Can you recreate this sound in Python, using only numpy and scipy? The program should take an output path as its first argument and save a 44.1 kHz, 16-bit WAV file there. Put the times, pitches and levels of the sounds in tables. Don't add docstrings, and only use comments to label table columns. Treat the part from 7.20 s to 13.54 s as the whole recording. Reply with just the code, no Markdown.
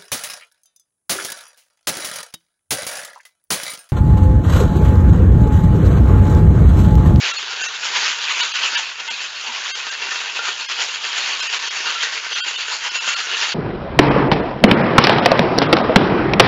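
import sys
import numpy as np
from scipy import signal
from scipy.fft import rfft
from scipy.io import wavfile
from scipy.ndimage import uniform_filter1d

SR = 44100
rng = np.random.default_rng(int(sys.argv[2]) if len(sys.argv) > 2 else 0)


def voltage_ratio(decibels):
    exponent = np.asarray(decibels, float) / 20
    return 10 ** exponent


def log_audio(samples):
    frames = np.atleast_2d(samples).T
    limited = np.clip(frames, -1, 1)
    pcm = np.round(limited * 32767).astype(np.int16)
    wavfile.write(sys.argv[1], SR, pcm)


N = 279594
HOLD_S = 0.017
HELD_SPACING_HZ = 130


def rms_one(x):
    return x / np.sqrt(np.mean(x ** 2) + 1e-20)


def filtered(x, order, edges_hz, kind):
    return signal.sosfilt(signal.butter(order, edges_hz, kind, fs=SR, output="sos"), x)


def drift(rate_hz):
    r = np.exp(-128 * np.pi * rate_hz / SR)
    noise = rng.standard_normal(N // 64 + 1002)
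    slow = signal.lfilter([1], [1, -2 * r, r * r], noise)[1000:]
    return np.interp(np.arange(N) / 64, np.arange(len(slow)), rms_one(slow))


def ring(clicks, hz, t60_s):
    r = voltage_ratio(-60 / (t60_s * SR))
    w = 2 * np.pi * hz / SR
    return signal.lfilter([0, np.sin(w)], [1, -2 * r * np.cos(w), r * r], clicks + 1e-18)


def impacts(per_s, spread_db):
    size = voltage_ratio(spread_db * np.minimum(rng.exponential(1, N), 3.5)) * rng.choice([-1, 1], N)
    return size * (rng.random(N) < per_s / SR)


def fridge():
    rumble = filtered(rng.standard_normal(N), 2, [60, 220], "band")
    hum = ring(rng.standard_normal(N), hz=76.4, t60_s=0.5)
    return voltage_ratio(-69.5) * rms_one(rumble) + voltage_ratio(-79.5) * rms_one(hum)


def room(x):
    t60_s, first_echo_s, patterns = 0.27, 0.004, 5
    out, t = 0, np.arange(SR // 2) / SR
    for _ in range(patterns):
        tail = rng.standard_normal(len(t)) * voltage_ratio(-60 * t / t60_s) * (t > first_echo_s)
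        tail = signal.lfilter([0.6], [1, -0.4], tail)
        tail = tail / np.sqrt(patterns * np.sum(tail ** 2))
        out = out + signal.fftconvolve(x * drift(5.0), tail)[:N]
    return out


def effort():
    # start_s (peak), force_db, length_s, weight_db
    throws = [(0.061, -18.5, 0.18, 4.5), (0.315, -26, .15, 4.5), (0.557, -26.5, .115, -8.5),
              (0.77, -16.5, 0.098, 5), (1.04, -21, 0.11, 3.5), (1.217, -15.5, 0.13, 2.5),
              (1.454, -17, 0.1, -0.5), (1.694, -27, 0.17, -2.5), (1.905, -23.5, 0.14, 3.5),
              (2.163, -30, 0.1, -8), (2.36, -26.5, .19, 5.5), (2.583, -25, .24, 3.5),
              (2.831, -25.5, 0.11, 7), (3.065, -26.5, 0.15, 1), (3.274, -21, 0.17, 3),
              (3.511, -20, 0.11, -2.5), (3.73, -23.5, 0.18, -5.5), (3.979, -20, 0.15, 3),
              (4.227, -21.5, .18, -5), (4.446, -23.5, .26, 0.5), (4.698, -20, 0.2, 0),
              (4.945, -21.5, 0.13, 1.5), (5.185, -21.5, .145, -3), (5.409, -21.5, 0.12, -7),
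              (5.66, -20.5, .11, 0), (5.89, -18, 0.17, -1.5), (6.12, -22.5, 0.17, 3)]
    # start_s (peak), force_db, length_s, weight_db
    pulls = [(0.188, -25, 0.17, 1.5), (0.43, -22, 0.22, 2), (0.655, -18.5, 0.1, -0.5),
             (0.865, -16, 0.19, -4.5), (1.114, -17, 0.091, -3), (1.359, -17.5, 0.09, -8.5),
             (1.572, -17, 0.11, -2.5), (1.799, -26.5, 0.055, -5.5), (2.029, -25, 0.2, -1),
             (2.285, -26, 0.31, 3), (2.468, -23.5, 0.15, 0.5), (2.715, -27.5, .28, 1.5),
             (2.938, -23, 0.22, 1), (3.168, -23, 0.063, 8), (3.415, -24, .11, -2), (3.619, -18, 0.11, 5),
             (3.86, -22, 0.14, 3), (4.095, -20.5, .195, 1.5), (4.34, -18.5, 0.085, 4.5),
             (4.569, -22.5, 0.17, 0.5), (4.83, -17.5, 0.11, -4), (5.049, -24.5, 0.13, -2.5),
             (5.291, -20, 0.099, -2), (5.526, -19.5, .11, 2), (5.758, -20.5, 0.062, -3),
             (5.99, -21, 0.14, -1), (6.227, -18.5, 0.24, -1.5)]
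    # start_s (peak), force_db, length_s, weight_db
    rebounds = [
        (2.659, -26.5, .2, -6),
        (3.019, -34.5, 0.25, -8),
        (4.04, -24, 0.09, 4),
        (4.763, -35, 0.091, 6),
        (5.123, -22, 0.037, 3.5),
    ]
    t, power = np.arange(0, N + 64, 64) / SR, 1e-12
    for turns, rise_share in ((throws, 0.49), (pulls, 0.45), (rebounds, 0.31)):
        for s, force_db, length_s, weight_db in turns:
            away = np.where(t < s, (s - t) / rise_share, (t - s) / (1 - rise_share))
            shape_db = force_db - 10 * away / max(length_s, 0.03)
            crackle_db = -1.5 + 0.03 * weight_db + 0.0054 * (force_db + 28)
            power = power + voltage_ratio(shape_db + np.array([[weight_db], [0], [crackle_db]])) ** 2
    power = uniform_filter1d(power, size=5, axis=1)
    return np.array([np.interp(np.arange(N) / SR, t, 10 * np.log10(p)) for p in power])


def drive(rows_db, hz):
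    place = np.interp(np.log(hz), np.log([700, 1200, 4200, 5600]), [0, 1, 1, 2])
    lower = min(int(place), 1)
    return voltage_ratio(rows_db[lower] + (place - lower) * (rows_db[lower + 1] - rows_db[lower]))


def clear_rings():
    # start_s, pitch_hz, level_db
    lone_tones = [(0.269, 4480, -36.5), (0.307, 1400, -32), (0.629, 1453, -34), (0.751, 227, -45.5),
                  (1.083, 2770, -37), (1.587, 897, -34.5), (1.894, 240, -48), (1.916, 2520, -33),
                  (2.15, 4330, -37), (2.276, 940, -38.5), (2.282, 240, -44), (2.81, 390, -46.5),
                  (2.82, 2740, -29), (3.147, 385, -46.5), (3.491, 2680, -31), (3.5, 390, -48),
                  (5.16, 3200, -31), (3.852, 2630, -43), (4.554, 4550, -33), (4.75, 1360, -30),
                  (4.805, 3220, -31), (4.963, 440, -48), (5.406, 4540, -34), (5.33, 2954, -30),
                  (5.647, 835, -40.5), (5.743, 2740, -24.5), (5.746, 6930, -30), (6.036, 1490, -33),
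                  (6.107, 373, -43.5), (6.276, 4520, -36)]
    swell_s, t60_s, trim_db = 0.031, 0.097, 3.5
    out, t = np.zeros(N + SR), np.arange(SR // 4) / SR
    shape = (1 - np.exp(-t / swell_s)) * voltage_ratio(-60 * t / t60_s)
    shape = shape / shape.max()
    for s, hz, level_db in lone_tones:
        at = round(s * SR)
        out[at:at + len(t)] += voltage_ratio(level_db + trim_db) * shape * np.sin(2 * np.pi * hz * t)
    return out[:N]


def cracks(rows_db):
    snap = filtered(impacts(per_s=450.0, spread_db=3.5), 1, [1100, 5200], "band")
    return voltage_ratio(-9 + rows_db[1]) * rms_one(snap)


def ice(rows_db):
    # pitch_hz, density_db (dB per Hz)
    color = [(150, -40.5), (260, -41.5), (450, -23), (640, -21), (920, -9), (1450, -5), (2200, -5),
             (2800, 0), (4000, -6.5), (5700, -9.5), (7000, -7.5), (8500, -7.5)]
    color_hz, color_db = np.transpose(color)
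    chips_db, slush_db, wander_db = -4.5, -6.5, 2.53
    chips, out = rms_one(impacts(per_s=5200.0, spread_db=3.5)), 0
    dealt = rng.integers(0, 3, N)
    slush = rng.standard_normal((2, N))
    for k, hz in enumerate(np.geomspace(150, 8500, num=25)):
        force = voltage_ratio(chips_db) * chips * (dealt == k % 3) * np.sqrt(3) + voltage_ratio(slush_db) * slush[k % 2]
        band = filtered(force, 2, [hz / 1.09, hz * 1.09], "band")
        level_db = np.interp(np.log(hz), np.log(color_hz), color_db) + 11
        out = out + voltage_ratio(level_db + wander_db * drift(10.3)) * drive(rows_db, hz) * band
    return out


def tin(rows_db):
    # pitch_hz, level_db, t60_s
    wall_modes = [(240, -32.5, 0.074), (390, -18, 0.064), (455, -15.5, 0.071), (616, -21.5, .06),
                  (940, -8, 0.03), (1040, -29, 0.013), (1400, -3.5, 0.13), (1437, -7, 0.13),
                  (1544, -2, 0.068), (1803, -2, 0.048), (2120, -8, 0.069), (2275, -12, 0.13),
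                  (2275, -12.5, 0.066), (2556, 0, 0.079), (2700, 1.5, 0.18), (2794, 3, 0.059),
                  (2900, -6, 0.029), (2934, -2, 0.16), (3229, -3.5, 0.029), (3200, -7.5, 0.034),
                  (3096, -5.5, 0.12), (3346, -6.5, 0.02), (3807, -9, 0.069), (4324, -1, 0.14),
                  (4540, -2, 0.04), (4815, 0.5, 0.0086), (6300, -3.5, .05), (6860, -23.5, .06)]
    # start_s, body_db, cap_db
    grip = [(0.0, -3, -18.5), (0.35, 6, 6.5), (0.8, 0, -10.5), (1.14, -1, -0.5), (1.35, 1, 0.5),
            (1.7, 5, 4), (2.4, 0, 0), (2.9, 6, -0.5), (3.1, 8.5, 9), (3.4, 2, -10), (3.7, 1.5, 1),
            (4.2, -3, 0.5), (4.5, 3, 1.5), (5.08, 3.5, -3), (5.17, 5, 3.5), (5.42, 4, 1.5), (5.6, 3, 3),
            (6.33, 3, 3.5)]
    s, body_db, cap_db = np.transpose(grip)
    t = np.arange(N) / SR
    body, cap = voltage_ratio(np.interp(t, s, body_db)), voltage_ratio(np.interp(t, s, cap_db))
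    knocks, out = impacts(per_s=260.0, spread_db=5.0), 0
    for hz, level_db, t60_s in wall_modes:
        spot = voltage_ratio(5.0 * rng.standard_normal(N)) * rng.choice([-1, 1], N)
        free = body if hz < 1900 else cap if hz < 3600 else 1
        mode = rms_one(ring(knocks * spot, hz, t60_s)) / 4
        out = out + voltage_ratio(level_db) * free * drive(rows_db, hz) * mode
    return out


def scene():
    rows_db = effort()
    shaker = voltage_ratio(-6) * tin(rows_db) + ice(rows_db) + cracks(rows_db) + clear_rings()
    shaker = filtered(shaker, 2, 306, "high")
    return (shaker + voltage_ratio(-17.5) * room(shaker) + fridge())[None]


def strongest(x, count):
    window = np.hanning(len(x))
    height = 2 * abs(rfft(x * window, SR // 10)) / window.sum()
    peaks = signal.find_peaks(height, distance=HELD_SPACING_HZ / 10)[0]
    favored = height[peaks] * peaks ** 0.6
    peaks = peaks[np.argsort(favored)[-count:]]
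    return np.array([10.0 * peaks, height[peaks]])


def held_tones(x, at, mid, length_s, top_hz, top_db):
    # start_s (middle of the packet), pitch_hz, level_db
    held_modes = [(.126, 1366, -28), (2.532, 1180, -45), (.174, 2700, -28.5), (.427, 2740, -23),
                  (.477, 1460, -30.5), (.477, 1850, -32), (1.222, 964, -26.5), (1.222, 1455, -24),
                  (1.565, 950, -31.5), (1.565, 1600, -23), (1.565, 1740, -21), (1.565, 2340, -25),
                  (1.565, 2660, -21), (1.894, 920, -31), (1.894, 1500, -30.5), (1.894, 2100, -28.5),
                  (2.532, 1554, -37), (2.532, 2120, -35), (2.705, 1590, -27), (3.474, 1630, -40),
                  (3.474, 2130, -38), (4.216, 2790, -27), (4.285, 1840, -32), (4.285, 2550, -28),
                  (5.224, 1437, -33.5), (5.224, 1500, -32), (5.371, 2740, -30), (5.700, 1490, -32),
                  (5.796, 1400, -34), (5.796, 2900, -28),
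                  (.427, 6300, -36), (.427, 6680, -31), (1.222, 3690, -22), (1.222, 3910, -27),
                (.174, 6860, -31.5), (1.334, 4070, -32), (1.565, 3156, -23), (1.894, 3140, -36),
                (4.216, 5170, -29), (2.532, 3200, -31.5), (2.532, 3780, -37), (2.532, 4490, -37),
                (2.532, 6360, -37), (4.497, 4580, -38), (3.474, 4300, -40), (3.474, 6100, -46),
                (4.216, 3140, -25), (4.216, 4070, -27), (4.285, 4750, -33), (5.224, 3155, -28),
                (5.224, 3220, -26), (5.224, 4460, -36), (5.224, 4720, -33), (5.224, 7200, -38.5),
                (5.371, 3610, -26), (4.497, 5240, -37), (5.700, 4460, -35), (5.700, 5090, -34),
                (2.532, 4790, -37), (5.796, 5030, -35)]
    heard = round(0.022 * SR)
    before, after = strongest(x[at[0]:][:heard], count=5), strongest(x[:at[-1]][-heard:], count=5)
    hz, height = np.hstack([before, after])
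    nearby = [m[1:] for m in held_modes if abs(m[0] - mid) < HOLD_S]
    clear_hz, clear_db = np.transpose([(top_hz, top_db)] + nearby)
    apart = abs(hz[:, None] - clear_hz).min(axis=1) > HELD_SPACING_HZ
    height = np.minimum(voltage_ratio(-0.5 - 450 * length_s) * height, voltage_ratio(top_db)) * apart
    hz, height = np.append(hz, clear_hz), np.append(height, voltage_ratio(clear_db))
    phase, side = rng.random((2, len(hz), 1))
    side[:5], side[5:10] = 0, 1
    lean = voltage_ratio(450 * (2 * side - 1) * (at / SR - mid))
    return height @ (lean * np.cos(2 * np.pi * (hz[:, None] * at / SR + phase)))


def conceal(x):
    # middle_s, silent_length_s, pitch_hz, level_db
    lost = [(0.127, 0, 2740, -25), (0.176, 0.00065, 4340, -22), (0.429, 0.0016, 1740, -28),
            (0.475, 0.0013, 2710, -25), (1.22, 0.0029, 2960, -18.5), (1.33, .002, 2850, -32),
            (1.564, 0.0025, 2900, -19), (1.896, 0.0039, 2680, -30), (2.532, .023, 2710, -34),
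            (2.706, 0, 2800, -33), (3.475, .009, 2860, -40.5), (4.217, 0, 1520, -27.5),
            (4.284, 0.000026, 3010, -30), (4.496, 0.0026, 2870, -32), (5.144, 0, 6060, -26.5),
            (5.223, .023, 2750, -28), (5.37, 0, 2940, -27), (5.701, 0, 3000, -29), (5.796, 0, 2690, -23.5),
            (5.953, 0.0019, 1376, -25.5)]
    fade_s, splice_s, splice_half_s = 0.012, 4.387, 0.003
    out = x.copy()
    for mid, length_s, top_hz, top_db in lost:
        reach = length_s / 2 + HOLD_S
        at = np.arange(round((mid - reach) * SR), round((mid + reach) * SR))
        tones = held_tones(x, at, mid, length_s, top_hz, top_db)
        away = abs(at / SR - mid) - length_s / 2
        left = voltage_ratio(-21 - 950 * length_s)
        live = left + (1 - left) * np.sin(np.clip(away / fade_s, 0, 1) * np.pi / 2) ** 2
        out[at] = out[at] * live + tones * np.cos(np.clip(away / HOLD_S, 0, 1) * np.pi / 2)
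    return out * np.clip(abs(np.arange(N) / SR - splice_s) / splice_half_s, 0, 1) ** 2


def roll_off(x):
    return signal.sosfilt(signal.butter(12, 8510, fs=SR, output="sos"), x)


def record(dry):
    rounded = 0.8 * np.tanh(dry[0] / 0.8)
    link = filtered(conceal(rounded), 26, 7140, "low")
    return roll_off(link[None])


dry = scene()
out = record(dry)
log_audio(out)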